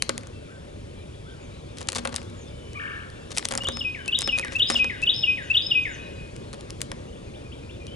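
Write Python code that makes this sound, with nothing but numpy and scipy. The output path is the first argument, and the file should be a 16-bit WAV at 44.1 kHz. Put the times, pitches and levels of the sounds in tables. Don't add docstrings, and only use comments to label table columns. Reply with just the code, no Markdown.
import sys
import numpy as np
from scipy import signal
from scipy.fft import rfft, irfft, next_fast_len
from scipy.io import wavfile
from scipy.ndimage import uniform_filter1d, map_coordinates

SR = 44100
rng = np.random.default_rng(int(sys.argv[2]) if len(sys.argv) > 2 else 0)


def to_linear_factor(level_db):
    exponent = np.asarray(level_db, float) / 20
    return 10 ** exponent


def generate_wav(sig):
    pcm = np.round(np.clip(np.atleast_2d(sig).T, -1, 1) * 32767).astype(np.int16)
    wavfile.write(sys.argv[1], SR, pcm)


N = 350595

# frequency in Hz, lead in radians.
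FAR_LEAD = [(30, 0.27), (100, 0.49), (340, 1.36), (850, 2.55), (2000, 1.96), (3500, 1.17), (6000, 1.27),
            (11000, 0.62)]
# frequency in Hz, left minus right in dB.
FAR_BALANCE = [(60, -0.5), (600, 2), (1500, 2), (2600, 5), (5000, 1.5), (11000, 0)]


def along(points, hz):
    f, v = np.transpose(points)
    return np.interp(np.log(hz + 1), np.log(f + 1), v)


def unit(x):
    return x / np.sqrt(np.mean(x ** 2) + 1e-20)


def wobble(rate, size=N):
    knots = rng.standard_normal(int(size * rate / SR) + 4)
    return map_coordinates(knots, [np.arange(size) * rate / SR])


def filtered(x, response):
    m = next_fast_len(N + 8192)
    return irfft(rfft(x, m) * response(np.fft.rfftfreq(m, 1 / SR)), m)[..., :N]


def band(x, lo_hz, hi_hz):
    return signal.sosfilt(signal.butter(2, [lo_hz, hi_hz], "bandpass", fs=SR, output="sos"), x)


def add(track, s, sound):
    part = track[max(round(s * SR), 0):][:len(sound)]
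    part += sound[:len(part)]


def ports(x, lead, left_db):
    half = np.array([[.5], [-.5]])
    return filtered(x, lambda hz: to_linear_factor(half * along(left_db, hz)) * np.exp(1j * half * along(lead, hz)))


def yard(x, walls_db, wet_db, hill_db=-24):
    # frequency in Hz, t60 in seconds.
    fading = [(1500, 1), (2500, 0.24), (3500, 0.44), (5000, 0.44), (9000, 0.12)]
    # echo delay in seconds, level in dB.
    house_walls = [(.006, -13), (.013, -13), (.021, -13), (.033, -13), (.047, -14), (.062, -15), (.09, -21)]
    gap_s, hill_s, hill_t60 = .008, .19, 1.2

    hz, t, z = signal.stft(rng.standard_normal((3, SR)), SR, nperseg=256)
    tail = signal.istft(z * to_linear_factor(-60 * t / along(fading, hz)[:, None]), SR, nperseg=256)[1]
    tail = tail[:1] + 1.17 * tail[1:]
    tail = np.pad(tail, ((0, 0), (round(gap_s * SR), 0)))

    size = tail.shape[1]
    late = np.arange(size) / SR - hill_s
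    dull_noise = unit(uniform_filter1d(rng.standard_normal(size), size=7))
    early_level = tail[:, :SR // 20].std()
    tail += early_level * to_linear_factor(hill_db - 60 * late / hill_t60) * (late > 0) * dull_noise
    tail *= to_linear_factor(wet_db) / np.linalg.norm(tail[0])
    for delay, db in house_walls:
        tail[:, round(delay * SR)] += to_linear_factor(db + walls_db)
    echoes = signal.oaconvolve(x[None], tail, axes=1)[:, :N]

    drift = np.arange(N) + 2.8 * wobble(40)
    port = np.repeat([[0], [1]], N, axis=1)
    return x + map_coordinates(echoes, [port, np.tile(drift, (2, 1))], order=2, mode="nearest")


def rush(spectrum, patchy_db):
    # frequency in Hz, likeness of the ports from 0 to 1.
    likeness = [(60, 1), (600, 0.94), (1000, 0.6), (2000, 0.99), (5000, 0.65), (8000, 0.79), (10500, 0.64)]
    z = signal.stft(rng.standard_normal((2, N)), nperseg=512)[2]
    field = uniform_filter1d(rng.standard_normal(z.shape[1:]), 4, 0)
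    field = uniform_filter1d(field, 10, 1)
    pair = signal.istft(z * to_linear_factor(patchy_db * unit(field)), nperseg=512)[1][:, :N]

    def spread(hz):
        turn = np.arccos(np.clip(along(likeness, hz), 0, 1)) / 2
        return to_linear_factor(along(spectrum, hz)) * [np.cos(turn), np.sin(turn)]

    same, other = filtered(pair, spread)
    both = ports(np.array([same + other, same - other]), FAR_LEAD, FAR_BALANCE)
    return both / np.sqrt(np.mean(both.mean(0) ** 2))


def air():
    # frequency in Hz, level in dB per Hz.
    traffic = [(12, -57.5), (20, -13), (87, 0), (195, -9), (346, -10), (558, -11.5), (595, -9), (634, -20),
               (900, -36), (1170, -66), (1980, -120)]
    # frequency in Hz, level in dB per Hz.
    hiss_tone = [(410, -19.5), (700, 3), (777, 2), (1560, -3), (2980, -7), (3850, -8.5), (10600, -19),
                 (11200, -17), (14600, -63), (22000, -120)]
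    # frequency in Hz, level in dB.
    bird_blur = [(1800, -57), (2300, 4.5), (2600, -1.5), (3000, -1.5), (3600, 0.5), (4100, -20),
                 (4800, -16.5)]
    # time in seconds, then rumble, hiss and chorus levels in dB.
    fades = [(0.0, -42.5, -67, -59), (5.36, -40, -63.5, -53), (7.95, -40.5, -65.5, -71)]
    s, *levels = np.transpose(fades)
    rumble_db, hiss_db, chorus_db = [np.interp(np.arange(N) / SR, s, v) for v in levels]
    rumble = to_linear_factor(rumble_db + .8 * wobble(3)) * rush(traffic, patchy_db=.8)
    hiss = to_linear_factor(hiss_db + 10.0) * rush(hiss_tone, patchy_db=-1.56)
    chorus = to_linear_factor(chorus_db - 4) * rush(bird_blur, patchy_db=2.5)
    return rumble + hiss + chorus


def whistle(rows, rough, waver, overtones=((1, 0),), colour=((1000, 0),)):
    s, hz, db = np.transpose(rows)
    t = np.arange(s[0], s[-1], 1 / SR)

    def smooth(v):
        return uniform_filter1d(np.interp(t, s, v), size=130, mode="nearest")

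    pitch = smooth(hz) * (1 + 0.024 * waver * np.tanh(wobble(90, size=len(t))))
    edge = np.minimum(1, np.minimum(t - t[0], t[-1] - t) / 0.002)
    turns = np.cumsum(pitch) / SR + rng.random()
    tone = 0
    for k, overtone_db in overtones:
        tone = tone + to_linear_factor(overtone_db + along(colour, k * pitch)) * np.sin(2 * np.pi * k * turns)
    return tone * edge * to_linear_factor(smooth(db) + 6.0 * rough * wobble(183.0, size=len(t)))


def trill():
    # time in seconds, pitch in Hz, level in dB.
    start = [(2.742, 765, -6), (2.751, 1147, -5), (2.763, 1220, 0), (2.778, 1135, -1), (2.79, 1135, -5)]
    # time in ms, pitch in Hz, level in dB.
    turn = [(0, 1400, 2), (5.06, 1800, 7), (13, 1810, 2.5), (21.02, 1600, 8), (25.61, 1250, -10),
            (31.5, 1080, 4), (34.8, 1200, -8)]
    # start in seconds, level in dB.
    repeats = [(2.797, 1), (2.837, -1), (2.879, -1.5), (2.92, -2.5), (2.961, -5), (3.004, -6.5),
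               (3.044, -24)]
    # multiple of the pitch, level in dB.
    partials = [(1, -38.5), (2, -40)]
    # frequency in Hz, level in dB.
    throat = [(900, -10), (1150, -1), (1400, 2), (1700, 0), (2400, 4.5), (3050, -1), (3350, -26)]
    turns = [(s + ms / 1000, hz, db + rel) for s, db in repeats for ms, hz, rel in turn]
    return start[0][0], whistle(start + turns, .35, .4, partials, throat)


def far_birds():
    # start in seconds, length in seconds, from Hz, to Hz, level in dB.
    calls = [(.0, 0.018, 3020, 3080, -44), (0.328, 0.07, 2690, 2680, -57), (.95, .07, 2390, 2370, -62),
             (1.268, .05, 3350, 3670, -62), (7.063, 0.036, 2400, 3120, -53),
             (0.947, 0.085, 3330, 2950, -63), (1.12, 0.034, 2800, 3520, -53.5),
             (1.288, 0.032, 2900, 3640, -55.5), (1.496, 0.068, 3620, 4020, -61),
             (2.258, 0.046, 3250, 4000, -55), (2.453, 0.052, 3460, 3650, -57),
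             (2.476, .016, 5460, 4770, -55), (2.533, 0.24, 3005, 2990, -60), (3.15, 0.1, 2760, 2670, -56),
             (3.99, 0.11, 3030, 2996, -45.5), (5.829, 0.016, 6800, 6120, -51.5),
             (6.017, 0.059, 3900, 3900, -53), (6.154, 0.025, 3950, 3940, -56),
             (6.417, 0.038, 3200, 3900, -59), (1.662, 0.05, 3270, 3800, -60),
             (7.879, 0.09, 2940, 3180, -49)]
    # start in seconds, level in dB.
    repeats = [(7.155, -54.5), (7.337, -50.5), (7.513, -50), (7.69, -49.5), (7.865, -50.5)]
    # start in seconds, length in seconds, from Hz, to Hz, level in dB.
    motif = [
        (0, .026, 2330, 3670, 2),
        (.03, .035, 3620, 3590, -10),
        (.07, .015, 3200, 2400, -2),
        (.11, .028, 2470, 2430, 0),
        (0, .045, 2370, 2350, -7),
    ]
    # drop in seconds, hold in seconds, level in dB.
    high_calls = [(1.437, 0.028, -57), (2.409, .042, -54), (3.678, 0.035, -52), (5.45, 0.026, -53),
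                  (5.93, 0.035, -46.5)]
    # start in seconds, level in dB.
    hoots = [(0.482, -49), (1.252, -49.5)]
    # time in seconds, pitch in Hz, level in dB.
    hoot_arch = [(0, 1202, -5), (.03, 1546, -0.5), (.075, 1570, -8), (.105, 1330, -8)]
    voice = np.zeros(N)

    slurs = list(calls)
    for s, db in repeats:
        slurs += [(s + ds, length, a, b, db + rel) for ds, length, a, b, rel in motif]
    for s, hold, db in high_calls:
        slurs.append((s - hold, hold, 6820, 6820, db - 4))
        slurs.append((s, .027, 6650, 5900, db))
    for s, length, from_hz, to_hz, db in slurs:
        middle = (length / 2, (from_hz + to_hz) / 2, db)
        rows = [(0, from_hz, db - 0.5), middle, (length, to_hz, db + 1)]
        add(voice, s, whistle(rows, rough=0.54, waver=0.13))

    for s, db in hoots:
        add(voice, s, to_linear_factor(db) * whistle(hoot_arch, .3, .1))

    for when, pitch, slur, size in rng.random((80, 4)):
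        hz = 3000 * (.8 + .45 * pitch)
        arc = [(0, hz, -6), (.025, hz * (.9 + .25 * slur), 0), (.06, hz * (.8 + .4 * slur), -6)]
        add(voice, when * N / SR, to_linear_factor(-69 + 5 * size) * whistle(arc, .9, .4))

    add(voice, *trill())
    return ports(yard(voice, walls_db=-3, wet_db=-7), FAR_LEAD, FAR_BALANCE)


def singer():
    # time in ms, pitch in Hz, level in dB.
    rise = [
        [(0, 2480, -14), (5, 2590, -3), (14, 2660, 0), (22, 2710, -1), (25, 2720, -30)],
        [(0, 3800, -18), (5, 3300, -13), (10, 2980, -4), (19, 2915, 0), (24, 2980, -22)],
        [(0, 3020, -12), (5, 3230, -2), (12, 3630, 0), (19, 3860, -2), (25, 3920, -22)],
        [(0, 4300, -14), (5, 4850, -9), (11, 5100, -5), (40, 5200, 0), (80, 5170, -5), (100, 5150, -22)],
    ]
    # time in ms, pitch in Hz, level in dB.
    fall = [
        [(0, 3950, -24), (7, 3450, -15), (13, 3010, -7), (21, 2815, 0), (26, 2740, -24)],
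        [(0, 2560, -20), (8, 2530, -3), (16, 2508, 0), (48, 2495, -3), (60, 2490, -14), (94, 2500, -15),
         (99, 2500, -30)],
        [(0, 2900, -6), (6, 2300, 0), (15, 1950, -2), (30, 1750, -10), (60, 1560, -14), (95, 1450, -26)],
    ]
    # rising and falling half starts in seconds, effort in dB, first note's extra dB.
    phrases = [
        (3.6035, 3.798, -6.5, 0),
        (4.077, 4.2775, -3, -0.5),
        (4.55, 4.745, -0.34, -3),
        (5.023, 5.224, -.2, -1),
        (5.499, 5.7015, 0.25, 0),
    ]
    # pitch ratio, waver from 0 to 1, level in dB.
    high_notes = [(.994, 0.28, -36.5), (1.001, 0, -31), (.99, 0.26, -27), (1.005, 0.6, -27),
                  (0.974, 0.62, -32)]
    # start in seconds, level in dB, dB per dB of effort.
    rise_beat = [(0, -15, 2), (0.041, -11.5, 1.34), (0.064, -12, 1.47), (.114, 0, 0)]
    # start in seconds, level in dB, dB per dB of effort.
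    fall_beat = [(0, -9.5, 1.52), (0.0433, -14.5, 1.2), (.146, -26.5, 0.3)]
    flutter = [.12, .12, .2, .9, .12, .2, .5]
    # frequency in Hz, left port's lead in radians.
    song_lead = [(1500, 2.14), (2500, 1.04), (3100, 1.18), (3500, 0.25), (4000, 1.97), (5200, .15)]
    # frequency in Hz, left minus right in dB.
    song_balance = [(1500, 5), (2100, 2), (2600, 4.5), (3100, 1.5), (3800, 3.5), (5150, 5)]
    voice = np.zeros(N)
    for phrase, (rise_s, fall_s, effort_db, extra_db) in enumerate(phrases):
        beat = [(rise_s + s, db + k * effort_db) for s, db, k in rise_beat]
        beat += [(fall_s + s, db + k * effort_db) for s, db, k in fall_beat]
        for i, ((s, db), note, rough) in enumerate(zip(beat, rise + fall, flutter)):
            ratio, waver = 1, .06
            if i == 3:
                ratio, waver, db = high_notes[phrase]
            if i == 0:
                db = db + extra_db
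                ratio = 1.085 if phrase == 0 else 1
            rows = np.array(note) * [1 / 1000, ratio, 1]
            add(voice, s, to_linear_factor(db) * whistle(rows, rough, waver))
    return ports(yard(voice, walls_db=-8, wet_db=-8.5, hill_db=-19), song_lead, song_balance)


def scrapes():
    # start in seconds, length in seconds, level in dB.
    slides = [(1.769, 0.064, -49), (1.955, 0.015, -32.5), (1.981, 0.016, -36), (2.123, 0.0076, -42),
              (2.16, 0.05, -69), (3.307, 0.024, -41.5), (3.34, 0.027, -48), (3.512, 0.0052, -31),
              (4.359, 0.032, -47), (4.51, 0.039, -47), (4.683, 0.12, -42.5), (5.019, 0.025, -46.5),
              (5.501, 0.019, -48.5), (5.546, .03, -50), (6.356, 0.011, -53)]
    swell = np.zeros(N)
    for s, length, db in slides:
        add(swell, s, to_linear_factor(db) * np.hanning(round(length * SR)) ** 0.099)
    grains = uniform_filter1d((rng.random(N) < .02) * rng.exponential(size=N), size=12)
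    grit = rng.standard_normal((3, N))
    grit = grit[:1] + 0.34 * grit[1:]
    return swell * unit(band(grit * (1.2 + unit(grains)), 1100, 7200))


def contacts():
    # start in seconds, crack peak in dB, ring in Hz,
    # body and edge levels in dB over the crack.
    snaps = [(0.0229, -6.5, 6100, -6.5, -60), (0.1791, -17, 6900, -4, -30), (0.2713, -28.5, 6930, -5, -46),
             (1.7849, -24, 4700, -8, -36), (1.8282, -30, 4700, -6, -53), (1.8871, -12, 6900, -10, -39),
             (1.8894, -11.5, 7700, -5, -50), (1.9206, -19, 6100, -10, -51), (1.9501, -17, 5900, -24, -29),
             (1.973, -19, 7300, -12, -46), (2.1622, -10, 5250, -34, -54), (2.7326, -36, 8640, -10, -60),
             (3.1015, -35, 4040, -10, -60), (3.3734, -14.5, 4700, -4, -55), (3.3806, -16, 7100, -21, -45),
             (3.3832, -8, 7200, -11, -35), (3.4541, -8.5, 6200, -10.5, -40),
             (3.4871, -15.5, 5400, -21, -27), (3.5764, -9, 7300, -11, -49), (3.8014, -32.5, 6900, -12, -44),
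             (4.2192, -8, 7700, -12, -53), (4.3863, -16, 7140, -1.5, -53), (4.5324, -35, 7500, -6, -60),
             (4.5571, -30, 9000, -5, -56), (4.7051, -13.5, 7140, -3, -63), (5.0276, -32, 9500, -6, -62),
             (6.544, -32, 3700, -8, -50), (6.7053, -22.5, 5300, -24, -48), (6.8166, -11.5, 5060, -43, -25),
             (7.8681, -30.5, 4300, -8, -50)]
    # start in seconds, crack in dB, ring in Hz, body dB, edge dB.
    rim_knocks = [(0.0934, -11.5, 7300, -11, -55), (1.772, -32.5, 4200, -13, -60),
                  (1.8081, -30.5, 3880, -3, -56), (1.8145, -25.5, 7200, -4, -52),
                  (1.9302, -23, 6500, -12, -23), (1.9566, -17.5, 5300, -24, -45),
                  (1.9611, -19.5, 4200, -6, -50), (1.9643, -19.5, 3700, -8, -47),
                  (1.9849, -20, 3270, -13, -59), (2.0741, -20, 7200, -7, -35),
                  (2.1426, -22, 4070, -20, -40), (3.306, -31, 5700, -14, -60),
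                  (3.3173, -27.5, 4530, -8, -55), (3.3936, -28.5, 5800, 4.5, -60),
                  (3.4266, -33.5, 3800, 6, -60), (3.5093, -24, 4250, -13, -60),
                  (3.5126, -22, 4100, -12, -53), (3.5224, -16.5, 3160, -4, -48),
                  (3.5376, -19.5, 3240, -8, -60), (3.5521, -16, 5230, -7, -37),
                  (3.6868, -14, 7270, -7, -51), (3.7711, -27.5, 7200, 6.5, -44),
                  (4.0598, -29.5, 6470, -2, -62), (4.3956, -19, 8700, -17, -48),
                  (4.4483, -24.5, 5500, -4, -50), (4.7009, -11, 5570, -5, -60),
                  (6.5306, -29, 4130, -15, -60), (6.5364, -30.5, 4100, -16, -60),
                  (6.9169, -22.5, 3270, -1.5, -60)]
    # start in seconds, crack in dB, ring in Hz, body dB, edge dB.
    deck_drops = [(0.234, -40, 3000, 4, -60), (2.0536, -20, 3220, 1, -60), (2.0923, -37, 3800, 6, -50),
                  (2.1273, -34, 3020, 4, -42), (2.1823, -34, 4200, -4, -42), (3.5827, -24, 3100, -1, -33),
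                  (3.621, -36, 6200, 1, -58), (3.6354, -29, 5500, -9, -32), (4.2755, -21.5, 5520, 5, -60),
                  (4.7437, -24.5, 5600, -8.5, -61), (4.8441, -25, 5470, 6, -60),
                  (6.6997, -39, 3450, -1, -60)]
    # start in seconds, crack in dB, ring in Hz, body dB, edge dB.
    shoves = [(3.6702, -29, 6300, -4, -52), (4.3777, -26, 7400, -10, -60), (4.5218, -28.5, 5700, 3, -60),
              (4.7123, -22.5, 5600, -7, -60), (4.7722, -32, 5600, -7, -60)]
    # start in seconds, crack in dB, ring in Hz, body dB, edge dB.
    bounces = [(0.2103, -40, 4300, -2, -59), (1.873, -27, 3400, -18, -60), (2.0505, -25, 3720, 2.5, -39),
               (2.1539, -25, 3700, -12, -28), (2.1686, -24, 4000, -5, -39), (2.2298, -37, 4000, -4, -60),
               (3.3671, -21, 4700, -11, -57), (3.3751, -15, 5000, 1.5, -49), (3.3849, -26, 7500, -8, -46),
               (3.4468, -29, 3400, -2, -60), (4.2271, -28, 5560, 5.5, -60), (4.4742, -41, 5600, 9, -60),
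               (4.5639, -28.5, 5600, -6, -60), (4.596, -27.5, 5800, -14, -49), (4.7212, -22, 7400, -3, -60),
               (6.807, -28.5, 3480, -1, -60)]
    # start in seconds, crack in dB, ring in Hz, body dB, edge dB.
    ticks = [(0.2612, -51, 4300, -2, -57), (1.8945, -30, 5100, -20, -56), (1.9009, -24, 5300, -20, -46),
             (1.9433, -37, 8000, -17, -23), (2.0379, -43, 3000, -2, -60), (2.174, -41, 4700, 3, -24),
             (2.1796, -39, 3900, -3, -35), (2.217, -39, 4800, 8, -60), (2.2698, -54, 3400, 3, -50),
             (2.2997, -38, 4000, -14, -60), (3.3535, -31, 3700, -14, -58), (3.3593, -34, 6000, -11, -60),
             (3.3992, -32, 5800, -11, -49), (3.4138, -44, 4000, 1, -57), (3.4374, -37, 8000, -9, -48),
             (3.451, -20, 5400, -18, -43), (3.6443, -23.5, 7000, -16, -44), (3.7218, -33, 7300, -4, -60),
             (4.0795, -16, 8700, -10, -54), (4.1733, -37, 7400, -6, -60), (4.1893, -7.5, 7440, -18, -26),
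             (4.2087, -15, 7100, -26, -42), (4.3229, -36, 7100, -10, -60), (4.4136, -33, 8300, -5, -62),
             (4.456, -39, 7300, 10, -59), (4.4815, -37, 5900, 12, -59), (4.5359, -34, 8900, -6, -46),
             (4.5885, -34, 5800, -18, -49), (4.6893, -23, 5600, -29, -58), (5.019, -27, 8300, -12.5, -60),
             (6.3642, -32, 5570, -5, -60), (6.6094, -29.5, 5700, -24, -49)]
    # frequency in Hz, level in dB, t60 in seconds.
    tub_modes = [(239, -9, 0.68), (544, 0, 0.12), (1124, 3, 0.023)]
    # contacts, knock in dB over the crack, crack t60 in seconds.
    kinds = [(snaps, -29, .0042), (rim_knocks, -11, .006), (deck_drops, -4, .008),
             (shoves, -6, .012), (bounces, -25, .0045), (ticks, -27, .0033)]

    hits = np.array([(*row, *kind) for rows, *kind in kinds for row in rows])
    s, db, hz, body_db, edge_db, knock_db, t60 = hits.T[:, :, None, None]
    t = np.arange(SR // 20) / SR
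    luck = rng.standard_normal((len(s), 12, len(t)))

    def noise(k, own):
        return luck[:, k:k + 1] + own * luck[:, k + 1:k + 3]

    def fade(level_db, fade_t60):
        return to_linear_factor(level_db - 60 * t / fade_t60) * (1 - np.exp(-t / .0001))

    def peaked(v):
        return v / abs(v).max((1, 2), keepdims=True)

    crack = peaked(band(noise(0, own=0.36) * (fade(0, t60) + fade(-23.5, 0.034)), 2690, 10400))
    ring = fade(-6, t60) * np.sin(2 * np.pi * hz * t)
    body = peaked(band(noise(3, own=0.15) * fade(0, 0.0093), 800, 3200))
    thud = band(noise(6, own=0.2) * fade(knock_db + 9, 0.051), 240, 1720)
    edge = peaked(band(noise(9, own=1.0) * fade(0, 0.0027), 11500, 17000))

    pan = to_linear_factor(np.array([[1], [-1]]) * (0.78 * luck[:, :1, :1] - 2.5))
    mix = to_linear_factor(2.0) * peaked(crack + ring) + to_linear_factor(body_db - 0.5) * body + to_linear_factor(3) * thud
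    sounds = to_linear_factor(db) * pan * mix
    tops = to_linear_factor(db + edge_db + 44) * pan * edge
    strengths = to_linear_factor(db + knock_db - 5).ravel()

    dull, bright, blows = np.zeros((2, N)), np.zeros((2, N)), np.zeros(N)
    for when, sound, top, blow in zip(s.ravel(), sounds, tops, strengths):
        for port in range(2):
            add(dull[port], when - .0003, sound[port])
            add(bright[port], when - .0003, top[port])
        blows[round(when * SR)] = blow

    long = np.arange(SR // 5) / SR
    tub = 0
    for mode_hz, mode_db, mode_t60 in tub_modes:
        tub = tub + to_linear_factor(mode_db - 60 * long / mode_t60) * np.sin(2 * np.pi * mode_hz * long)
    return dull + signal.oaconvolve(blows, tub)[:N], bright


def pellets():
    # frequency in Hz, level in dB.
    soft_top = [(11100, 0), (12000, -16), (13000, -40)]
    # frequency in Hz, left port's lead in radians.
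    near_lead = [(30, .1), (430, 1.6), (1400, 1.9), (2500, 1.05), (3700, .5), (6500, 0), (9000, -.3),
                 (11000, 0)]
    # frequency in Hz, left minus right in dB.
    near_balance = [(100, -2), (1100, 7), (3600, 11.5), (6500, 7.5), (8300, 7), (11000, 6)]
    dull, bright = contacts()
    near = filtered(dull + scrapes(), lambda hz: to_linear_factor(along(soft_top, hz)))
    echoes = yard(near[0], walls_db=-18, wet_db=4.5) - near[0]
    near = near + to_linear_factor(-22.5) * echoes
    edges = filtered(bright, lambda hz: hz > 11300)
    return ports(near + edges, near_lead, near_balance)


def scene():
    return air() + far_birds() + singer() + pellets()


def roll_off(x):
    return signal.sosfilt(signal.butter(12, 16300, fs=SR, output="sos"), x)


def record(dry):
    # frequency in Hz, level in dB.
    mic_response = [(20, 0), (11000, 0), (11230, -32), (13000, -36), (15800, -43), (16400, -70)]
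    mix = filtered(dry, lambda hz: to_linear_factor(along(mic_response, hz)))
    return roll_off(mix)


dry = scene()
out = record(dry)
generate_wav(out)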